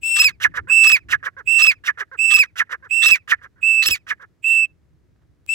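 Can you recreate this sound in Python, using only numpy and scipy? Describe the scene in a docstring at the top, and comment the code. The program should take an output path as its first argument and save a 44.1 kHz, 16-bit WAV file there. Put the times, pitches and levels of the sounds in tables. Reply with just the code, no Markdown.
"""Two francolins duet close by in an open field, over a faint hush and a low rumble of air.
One opens with a piercing level whistle, a nearly pure tone of its syrinx, and gives eight in all.
The other breaks in on the first six: its syrinx rasps, twice locks into a clear note and slides down,
then pulses ring its throat in ever softer hoarse clucks. The seventh whistle goes unanswered,
a few pecks and steps crunch in the dry grass, and one more whistle closes the scene."""
import sys
import numpy as np
from scipy import signal
from scipy.fft import rfft, irfft, next_fast_len
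from scipy.io import wavfile
from scipy.ndimage import uniform_filter1d, minimum_filter1d

SR = 44100
rng = np.random.default_rng(int(sys.argv[2]) if len(sys.argv) > 2 else 0)


def wrap_up_sound(samples):
    """Save the sound to the file named by the first command line argument, as 16-bit audio."""
    columns = np.atleast_2d(samples).T
    # keep every value between -1 and 1, then stretch to whole-number steps
    tamed = np.clip(columns, -1, 1)
    steps = np.round(tamed * 32767).astype(np.int16)
    wavfile.write(sys.argv[1], SR, steps)


N = 244302
TIME = np.arange(N) / SR


def from_db(db):
    """Decibels to gain."""
    return 10 ** (np.asarray(db) / 20)


def rms_one(x):
    """Scale to unit rms."""
    return x / np.sqrt(np.mean(x ** 2) + 1e-20)


def follow(rows, at):
    """Read each column of a table as a curve along its first column."""
    first, *columns = np.transpose(rows)
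    return [np.interp(at, np.maximum.accumulate(first), c) for c in columns]


def bell(x, centre, width):
    """A smooth hump of height 1."""
    return 1 / (1 + ((x - centre) / width) ** 2) ** 2


def step(x, at, width):
    """A smooth rise from 0 to 1."""
    return .5 + .5 * np.tanh(2 * (x - at) / width)


def window(start, end, rise, fall):
    """Sample numbers of an event and its soft-edged gate; times in seconds."""
    i = np.arange(max(int(start * SR), 0), min(int(end * SR), N))
    edge = np.clip(np.minimum((i / SR - start) / rise, (end - i / SR) / fall), 0, 1)
    return i, np.sin(edge * np.pi / 2) ** 2


def waver(rate, size):
    """Random modulation that glides to a new value `rate` times a second."""
    knots = rng.standard_normal(size + 2)
    return np.interp(np.arange(size) * min(rate / SR, 1), np.arange(size + 2), knots)


def noise(spectrum, size):
    """Coloured noise at unit rms, rolled off beyond both ends of its spectrum."""
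    hz, db = np.transpose(spectrum)
    padded = next_fast_len(size)
    f = np.fft.rfftfreq(padded, 1 / SR) + 1
    colour = from_db(np.interp(np.log(f), np.log(hz), db))
    roll_off = np.minimum(f / hz[0], 1) ** 2 * np.minimum(hz[-1] / f, 1) ** 2
    return rms_one(irfft(rfft(rng.standard_normal(padded)) * colour * roll_off, padded)[:size])


def stereo_noise(spectrum, apart_db):
    """A noise bed, partly shared and partly each ear's own."""
    shared = noise(spectrum, N)
    return rms_one(shared + from_db(apart_db) * np.array([noise(spectrum, N), noise(spectrum, N)]))


def phase_of(hz):
    """Running phase of an oscillator."""
    return 2 * np.pi * np.cumsum(hz) / SR


def formant(x, hz, width_hz):
    """A throat resonance: two band-passes in series, the second twice as wide."""
    for width in (width_hz, 2 * width_hz):
        r = np.exp(-np.pi * width / SR)
        feedback = [1, -2 * r * np.cos(2 * np.pi * hz / SR), r * r]
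        x = signal.lfilter(np.array([1, 0, -1]) * (1 - r * r) / 2, feedback, x)
    return x


def place(x, pan_db, lag_ms=0):
    """Pan a sound, positive to the left; the right ear hears it lag_ms later."""
    left = from_db(pan_db)
    late = np.roll(x, round(lag_ms * SR / 1000))
    return np.array([left * x, late]) * 2 / (1 + left)


# Colour of the quiet field: freq_hz, density_db
HUSH_SPECTRUM = [(250, -9.5), (450, -14.5), (800, -24), (1800, -25.5), (3000, -33.5), (6000, -36.5),
                 (10000, -42.5), (16000, -46)]


def field_hush(level_db=-70):
    """The open field lays a faint, steady bed under everything."""
    return from_db(level_db) * stereo_noise(HUSH_SPECTRUM, apart_db=1)


# Contour of the breeze: time_s, level_db
BREEZE_CONTOUR = [(0.0, -64), (0.23, -61), (0.49, -55.5), (0.89, -62.5), (1.14, -60), (2.73, -65.5),
                  (2.93, -65.5), (5.54, -63.5)]
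# Low bumps of air: centre_s, level_db
AIR_BUMPS = [(0.301, -51.5), (0.504, -47), (.63, -43.5), (1.07, -49), (1.15, -48.5)]
# Colour of the rumble: freq_hz, density_db
RUMBLE_SPECTRUM = [(25, -17), (45, -6), (65, 2.5), (100, 2), (135, -3.5), (175, -7), (230, -15), (330, -13),
                   (450, -27.5), (600, -37.5)]


def wind_rumble(lift_db=4.5, gust_db=3, gusts_per_s=28, bump_width_s=.048):
    """Light air rumbles on the microphone, with a few soft bumps early on."""
    contour_db, = follow(BREEZE_CONTOUR, TIME)
    breeze = from_db(contour_db + lift_db + gust_db * waver(gusts_per_s, N))
    bumps = sum(from_db(db) * bell(TIME, centre, bump_width_s) for centre, db in AIR_BUMPS)
    return (breeze + bumps) * stereo_noise(RUMBLE_SPECTRUM, apart_db=5.5)


# Slaps off ground and stones: delay_s, left_db, right_db
GROUND_ECHOES = [(0.013, -29, -22.5), (.070, -46.5, -46)]


def ground_reflections(x, dull_hz=3200, bright_hz=4500):
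    """Grass close by scatters the calls at once; stones further off send back dull echoes."""
    t = TIME[:SR // 2]

    def scatter(db, t60_s):
        """A dying spray of reflections, different at each ear."""
        spray = rng.standard_normal((2, len(t))) * from_db(-60 * t / t60_s)
        return spray * from_db(db) / np.sqrt(np.sum(spray[0] ** 2))

    far, near = scatter(db=-41, t60_s=.22), scatter(db=-17, t60_s=.0067)
    for delay, *ear_db in GROUND_ECHOES:
        far[:, int(delay * SR)] += from_db(ear_db)
    dull = signal.sosfilt(signal.butter(2, dull_hz, fs=SR, output="sos"), x + 1e-18)
    # thin stalks reflect only the short waves
    bright = signal.sosfilt(signal.butter(2, bright_hz, "high", fs=SR, output="sos"), x + 1e-18)
    return (signal.fftconvolve(dull, far, axes=1) + signal.fftconvolve(bright, near, axes=1))[:, :N]


# Pecks and steps: start_s, level_db, t60_s
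PECK_CUES = [(4.815, -70.5, 0.033), (4.885, -82, 0.03), (4.930, -80, 0.03), (5.155, -62, 0.032),
             (5.191, -68, 0.057), (5.212, -63, 0.08), (5.232, -63.5, 0.037)]
# Colour of dry stalks and soil: freq_hz, density_db
STALK_SPECTRUM = [(300, 2), (700, 8.5), (1100, 1), (1700, 3.5), (2500, -15), (3400, -9), (4500, -19),
                  (6000, -23), (9000, -29.5), (15000, -28)]


def pecks(grain_db=7.4):
    """Beak and feet make short, grainy crunches in the dry grass."""
    out = np.zeros(N)
    for start, db, t60 in PECK_CUES:
        i, gate = window(start, start + t60, rise=.0012, fall=.005)
        crunch = rms_one(noise(STALK_SPECTRUM, len(i)) * from_db(grain_db * waver(530, len(i))))
        out[i] += gate * crunch * from_db(db - 60 * (i / SR - start) / t60)
    return out


# Stereo image of the answering bird: freq_hz, pan_db, left_lead_rad
ANSWER_IMAGE = [(100, 0, 0), (600, -1, .5), (1500, -7, 1.45), (2650, -5.5, 1.9), (4100, -5, 1.9),
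                (5200, -4, -1.5), (7000, 3, -1.1), (8200, -3, -1.0), (12000, -5, -1.2), (16000, -5, -1.0)]


def microphone_shadow(x):
    """The microphone's body shades and delays each frequency differently at its two ports."""
    size = next_fast_len(N + 2000)
    pan_db, lead = follow(ANSWER_IMAGE, np.fft.rfftfreq(size, 1 / SR))
    left = from_db(pan_db)
    response = np.array([left, np.exp(-1j * lead)]) * 2 / (1 + left)
    return irfft(rfft(x, size) * response, size)[:, :N]


# Colour of the rasp in clucks and phrases: freq_hz, density_db
RASP_SPECTRUM = [(150, -27.5), (450, -20), (750, -28), (1200, -16.5), (1800, 9), (2250, -11.5), (2900, 7.5),
                 (3600, 5.5), (4600, -6.5), (5800, 3), (7500, -8), (9400, -15), (11500, -12),
                 (15500, -18.5)]


def rasp_noise(modulation):
    """The chaotic syrinx: hoarse noise, chopped by the modulation, at unit rms."""
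    return rms_one(noise(RASP_SPECTRUM, len(modulation)) * modulation)


def squeak(progress, pulse_phase, strain, highest_hz=2800, end_hz=1693, ring_db=7, shimmer_db=2):
    """A rough squeak falls, from higher under more strain, and flares at the throat resonance."""
    size = len(progress)
    hz = end_hz + (highest_hz - end_hz) * strain * (1 - step(progress, at=.53, width=.2))
    ringing = bell(hz, centre=1850, width=260)
    flare = from_db(ring_db * ringing + shimmer_db * waver(400, size))
    chop = 1 + .45 * np.cos(pulse_phase)
    jitter = (.028 + .05 * (1 - ringing)) * waver(1200, size)
    wander = .025 * waver(50, size)
    tone = np.sin(phase_of(hz * (1 + jitter + wander)))
    return bell(progress, centre=.63, width=.29) * flare * chop * tone


# Clucks trailing each phrase: start_s, level_db, effort_0_to_1
CLUCK_CUES = [(.399, -21, 1), (.537, -24, 0.56), (0.67, -34.5, 0.16), (1.084, -22, 1), (1.226, -24.5, 0.58),
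              (1.364, -34.5, 0.15), (1.836, -24, 1), (1.971, -25.5, 0.59), (2.112, -36.5, 0.05),
              (2.555, -23, 0.96), (2.692, -26, .58), (2.823, -40.5, 0.2), (3.274, -20.5, 0.94),
              (3.409, -39.5, 0.49), (3.557, -56.5, 0.22), (4.065, -27, 0.85), (4.194, -39.5, .33)]
# Throat resonances: freq_hz, width_hz, gain_db
THROAT_FORMANTS = [(380, 180, -25.5), (1333, 540, -2), (1704, 410, 12), (2730, 900, -15)]


def clucks(gentle_hz=531, effort_hz=78.98, gentle_s=.058, effort_s=.025, shimmer_db=5, tilt_db=6.5,
           catch_at=.49, held_db=-11, tire_db=-14, squeak_above=.38, squeak_db=8):
    """Uneven pulses on an arching pitch ring the throat; effort adds roughness, rasp and a squeak."""
    out = np.zeros(N)
    for start, db, effort in CLUCK_CUES:
        length = gentle_s + effort_s * effort
        i, gate = window(start, start + length, rise=.0041, fall=.019)
        progress, size = (i / SR - start) / length, len(i)
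        hz = (gentle_hz + effort_hz * effort) * (1 - 1.3 * (progress - .33) ** 2)
        jitter = (.025 + .24 * effort) * waver(700, size)
        phase = phase_of(hz * (1 + jitter))
        opening = 1 + .21 * np.cos(phase)
        pulses = np.diff(phase // (2 * np.pi), prepend=0)
        pulses *= from_db(shimmer_db * effort * waver(400, size))
        turbulence = .085 * effort * opening * rng.standard_normal(size)
        voice = np.zeros(size)
        for k, (formant_hz, width_hz, gain_db) in enumerate(THROAT_FORMANTS):
            gain = from_db(gain_db + tilt_db * k * (effort - 2))   # gentle clucks are darker
            voice += (-1) ** k * gain * formant(pulses + turbulence, formant_hz, width_hz)
        # the harder the cluck, the more it is held back before it catches; then it tires
        held = 1 - step(progress, catch_at, width=.066)
        shape_db = held_db * effort * held + tire_db * (progress - catch_at) ** 2 - 1
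        voice = rms_one(voice) * from_db(shape_db)
        rasp_level = bell(progress, centre=.46, width=.23) * from_db(-4 - 23 * (1 - effort))
        rasp = rasp_level * rasp_noise(opening)
        strain = max(effort - squeak_above, 0) / (1 - squeak_above)
        squeak_level = strain * from_db(squeak_db) * (1 - held / 2)
        out[i] += gate * from_db(db) * (voice + rasp + squeak_level * squeak(progress, phase, strain))
    return out


# Phrase timing around the start of its first note
LEAD_IN_S, BREAK_S, SECOND_NOTE_S, SLIDE_S, COLLAPSE_S, END_S = .048, .0255, .047, .07, .092, .125
FLIP_S = .004   # the syrinx needs this long to change between rasp and note


def syrinx(t):
    """How firmly the syrinx is locked on the note (0-1), and the jolt of each flip."""
    locked = step(t, 0, FLIP_S) - step(t, BREAK_S, FLIP_S) + step(t, SECOND_NOTE_S, FLIP_S)
    jolt = sum(bell(t, at, FLIP_S) for at in (-FLIP_S / 2, BREAK_S, SECOND_NOTE_S))
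    return np.clip(locked, 0, 1), jolt


def thumps(t, decay_s=.012):
    """A short low thump sounds at each flip between rasp and note."""
    flips = (0, BREAK_S, SECOND_NOTE_S)
    envelope = sum(step(t, at, FLIP_S) * np.exp(-np.abs(t - at) / decay_s) for at in flips)
    return envelope * noise([(70, 4), (105, 4), (160, -9.5), (350, -7)], len(t))


def squeal(t, hz, rise_hz_per_s=6000, peak_s=-.038, jitter=.07, shimmer_db=4, throat_db=-3):
    """An unsteady upper vibration bites through the opening rasp; its first shove rings the throat."""
    pitch = (hz + rise_hz_per_s * (t + LEAD_IN_S / 2)) * (1 + jitter * waver(1800, len(t)))
    shimmer = from_db(shimmer_db * waver(700, len(t)))
    upper = bell(t, peak_s, width=.034) * shimmer * np.sin(phase_of(pitch))
    throat = rms_one(formant(rng.standard_normal(len(t)), hz=1900, width_hz=250))
    return upper + from_db(throat_db) * bell(t, peak_s, width=.012) * throat


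# The answering bird's phrases: first_note_s, pitch_hz, note_db, octave_db, third_partial_db,
# rasp_db, squeal_hz, squeal_db, thump_db
PHRASE_CUES = [(0.197, 2587, -8.5, -11, -22, -25.5, 3400, -27.5, -53.5),
               (0.873, 2623, -6, -17.5, -24, -26.5, 3400, -38.5, -45),
               (1.623, 2634, -6.5, -15, -28, -26.5, 3300, -36, -51.5),
               (2.342, 2615, -6.5, -19.5, -24.5, -29, 3200, -18.5, -45),
               (3.063, 2652, -6.5, -21, -25, -24, 3550, -12, -39.5),
               (3.862, 2648, -14.5, -16, -20, -25, 4150, -18, -31.5)]


def phrases(rasp_flat=.085, sag_hz_per_s=700, slide_hz_per_s=17000, fade_db_per_s=316,
            subharmonic_db=-18, growl_hz=430, growl_depth=.95, growl_s=.0067, release_db_per_s=800):
    """The syrinx flips between a chaotic half-pitch rasp and a rich note, then collapses into a growl."""
    out = np.zeros(N)
    for start, hz, note_db, octave_db, third_db, rasp_db, squeal_hz, squeal_db, thump_db in PHRASE_CUES:
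        i, gate = window(start - LEAD_IN_S, start + END_S, rise=.028, fall=.006)
        t, size = i / SR - start, len(i)
        locked, jolt = syrinx(t)
        second_note = step(t, SECOND_NOTE_S, FLIP_S)
        slide_age = np.maximum(t - SLIDE_S, 0)
        collapse = step(t, COLLAPSE_S - growl_s / 2, growl_s)
        last_gasp = bell(t, COLLAPSE_S + FLIP_S, growl_s)

        flatten = 1 - rasp_flat * (1 - locked) * (1 - jolt)
        pitch = hz * flatten - sag_hz_per_s * t - slide_hz_per_s * slide_age
        roughness = 1 - locked + collapse + slide_age / (END_S - SLIDE_S)
        phase = phase_of(pitch * (1 + (.002 + .045 * roughness) * waver(1200, size)))
        # as the pressure drops, an uneven flutter chops the sliding note
        flutter = np.cos(phase_of(growl_hz * (1 + .2 * waver(600, size))))
        growl = 1 + growl_depth * collapse * flutter

        fade = from_db(-fade_db_per_s * slide_age)
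        clear = (locked + from_db(-22) * (1 - locked)) * fade * (1 - .46 * collapse)
        bright = clear * from_db(-4 * second_note) * np.sqrt(fade)
        subharmonic = (1 - locked) * step(t, -.02, LEAD_IN_S) * from_db(-6 * (t > 0))
        subharmonic += from_db(-15) * last_gasp
        voice = from_db(note_db) * clear * np.sin(phase)
        voice += from_db(note_db + subharmonic_db) * subharmonic * np.sin(phase / 2)
        for k, db in enumerate([octave_db, third_db, third_db - 9, third_db - 4, third_db - 13]):
            voice += from_db(db) * bright * fade ** (k / 4) * np.sin((k + 2) * phase)   # top dies first

        # the rasp opens with a bark, spits at each flip, sinks under the notes and returns in the growl
        bark = from_db(4) * bell(t, centre=-.03, width=.01)
        body = from_db(-4) * (1 - locked) + from_db(-10 - 5 * second_note) * locked
        rasp_level = from_db(rasp_db) * (bark + from_db(5) * jolt + body + from_db(-11) * last_gasp)
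        grain = from_db(3 * waver(700, size))
        call = voice * growl + rasp_level * rasp_noise(grain * (1.2 + flutter))
        call += from_db(squeal_db) * squeal(t, squeal_hz) + from_db(thump_db) * thumps(t)
        release = from_db(-release_db_per_s * np.maximum(t - COLLAPSE_S - FLIP_S, 0))
        out[i] += gate * release * call
    return out


# The lead bird's whistles: start_s, end_s, pitch_hz, tone_db, overtones_db, hiss_db, tone_pan_db
WHISTLE_CUES = [(0.03, 0.272, 2692, -21, -2.5, -32.5, 14), (0.696, 0.942, 2660, -12.5, -2.5, -33.5, -11.5),
                (1.472, 1.713, 2680, -15.5, -5.5, -36, -17), (2.187, 2.417, 2663, -16, -4.5, -39.5, -15),
                (2.907, 3.144, 2676, -16.5, -5.5, -38.5, -15.5), (3.627, 3.846, 2660, -15, -12.5, -38, -11),
                (4.44, 4.664, 2678, -15.5, -14, -35.5, -9.5), (5.488, 5.725, 2680, -19.5, -4.5, -34.5, 12)]
# Harmonic balance, fundamental first: gain_db
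WHISTLE_HARMONICS = [4, -34, -20.5, -40.5, -42]
# Colour of air through the beak: freq_hz, density_db
BEAK_SPECTRUM = [(300, -21), (550, -14), (1100, -27), (2000, -19.5), (2700, -0.5), (3400, -12),
                 (4800, -23.5), (6100, -25), (7200, -7), (8000, 3.5), (9200, -15), (11500, -14.5),
                 (15500, -11)]


def whistles(scoop=.035, scoop_s=.016, sag=.02, jitter=.0021, arch_db=3.5, flutter_db=1.37,
             tremble_db=-21, hiss_lead_s=.024, bloom_s=.049):
    """A nearly pure tone scoops up to pitch; air hisses through the beak just before it speaks."""
    out = np.zeros((2, N))
    for start, end, hz, tone_db, overtones_db, hiss_db, pan_db in WHISTLE_CUES:
        i, airflow = window(start - hiss_lead_s, end + .0061, rise=.078, fall=.13)
        t, size = i / SR, len(i)
        age = np.maximum(t - start, 0)
        progress = age / (end - start)
        # the membrane trembles faintly, then locks in within a few milliseconds
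        tremble = bell(t, start, width=.014) * step(t, start - hiss_lead_s / 2, hiss_lead_s / 2)
        edge = np.clip(np.minimum((t - start) / .005, (end - t) / .02), 0, 1)
        locked = np.sin(np.pi / 2 * edge) ** 2

        pitch = hz * (1 - scoop * np.exp(-age / scoop_s) - sag * progress ** 2)
        roughness = (jitter + .068 * (1 - locked) ** 2) * waver(2000, size)
        phase = phase_of(pitch * (1 + roughness + jitter * waver(40, size)))
        swell_db = -arch_db * (2 * progress - 1) ** 2 + flutter_db * waver(55, size)
        level = np.maximum(locked, from_db(tremble_db) * tremble) * from_db(swell_db)
        partials = [level * from_db(db) * np.sin(k * phase) for k, db in enumerate(WHISTLE_HARMONICS, 1)]
        bloom = 1 - np.exp(-age / bloom_s) / 2
        overtones = bloom * from_db(overtones_db) * sum(partials[1:])
        hiss = airflow * from_db(hiss_db) * noise(BEAK_SPECTRUM, size)
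        out[:, i] += place(from_db(tone_db) * partials[0], pan_db, lag_ms=.023)
        out[:, i] += place(overtones + hiss, pan_db=-6, lag_ms=-.025)
    return out


def scene():
    """Both birds and their reflections, over the wind and the hush of the field."""
    birds = whistles() + microphone_shadow(phrases() + clucks()) + place(pecks(), pan_db=-11)
    background = wind_rumble() + field_hush()
    return background + ground_reflections(birds) + birds


def record(dry, ceiling=.93, release_db_per_s=500, cutoff_hz=15950):
    """A quick limiter ducks the peaks where both birds coincide; the top is cut steeply."""
    over_db = 20 * np.log10(np.maximum(np.abs(dry).max(axis=0) / ceiling, 1))
    duck_db = np.maximum.accumulate(over_db + release_db_per_s * TIME) - release_db_per_s * TIME
    gain = uniform_filter1d(minimum_filter1d(from_db(-duck_db), size=65), size=65)
    return signal.sosfilt(signal.ellip(10, .2, 90, cutoff_hz, fs=SR, output="sos"), dry * gain)


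dry = scene()
out = record(dry)
wrap_up_sound(out)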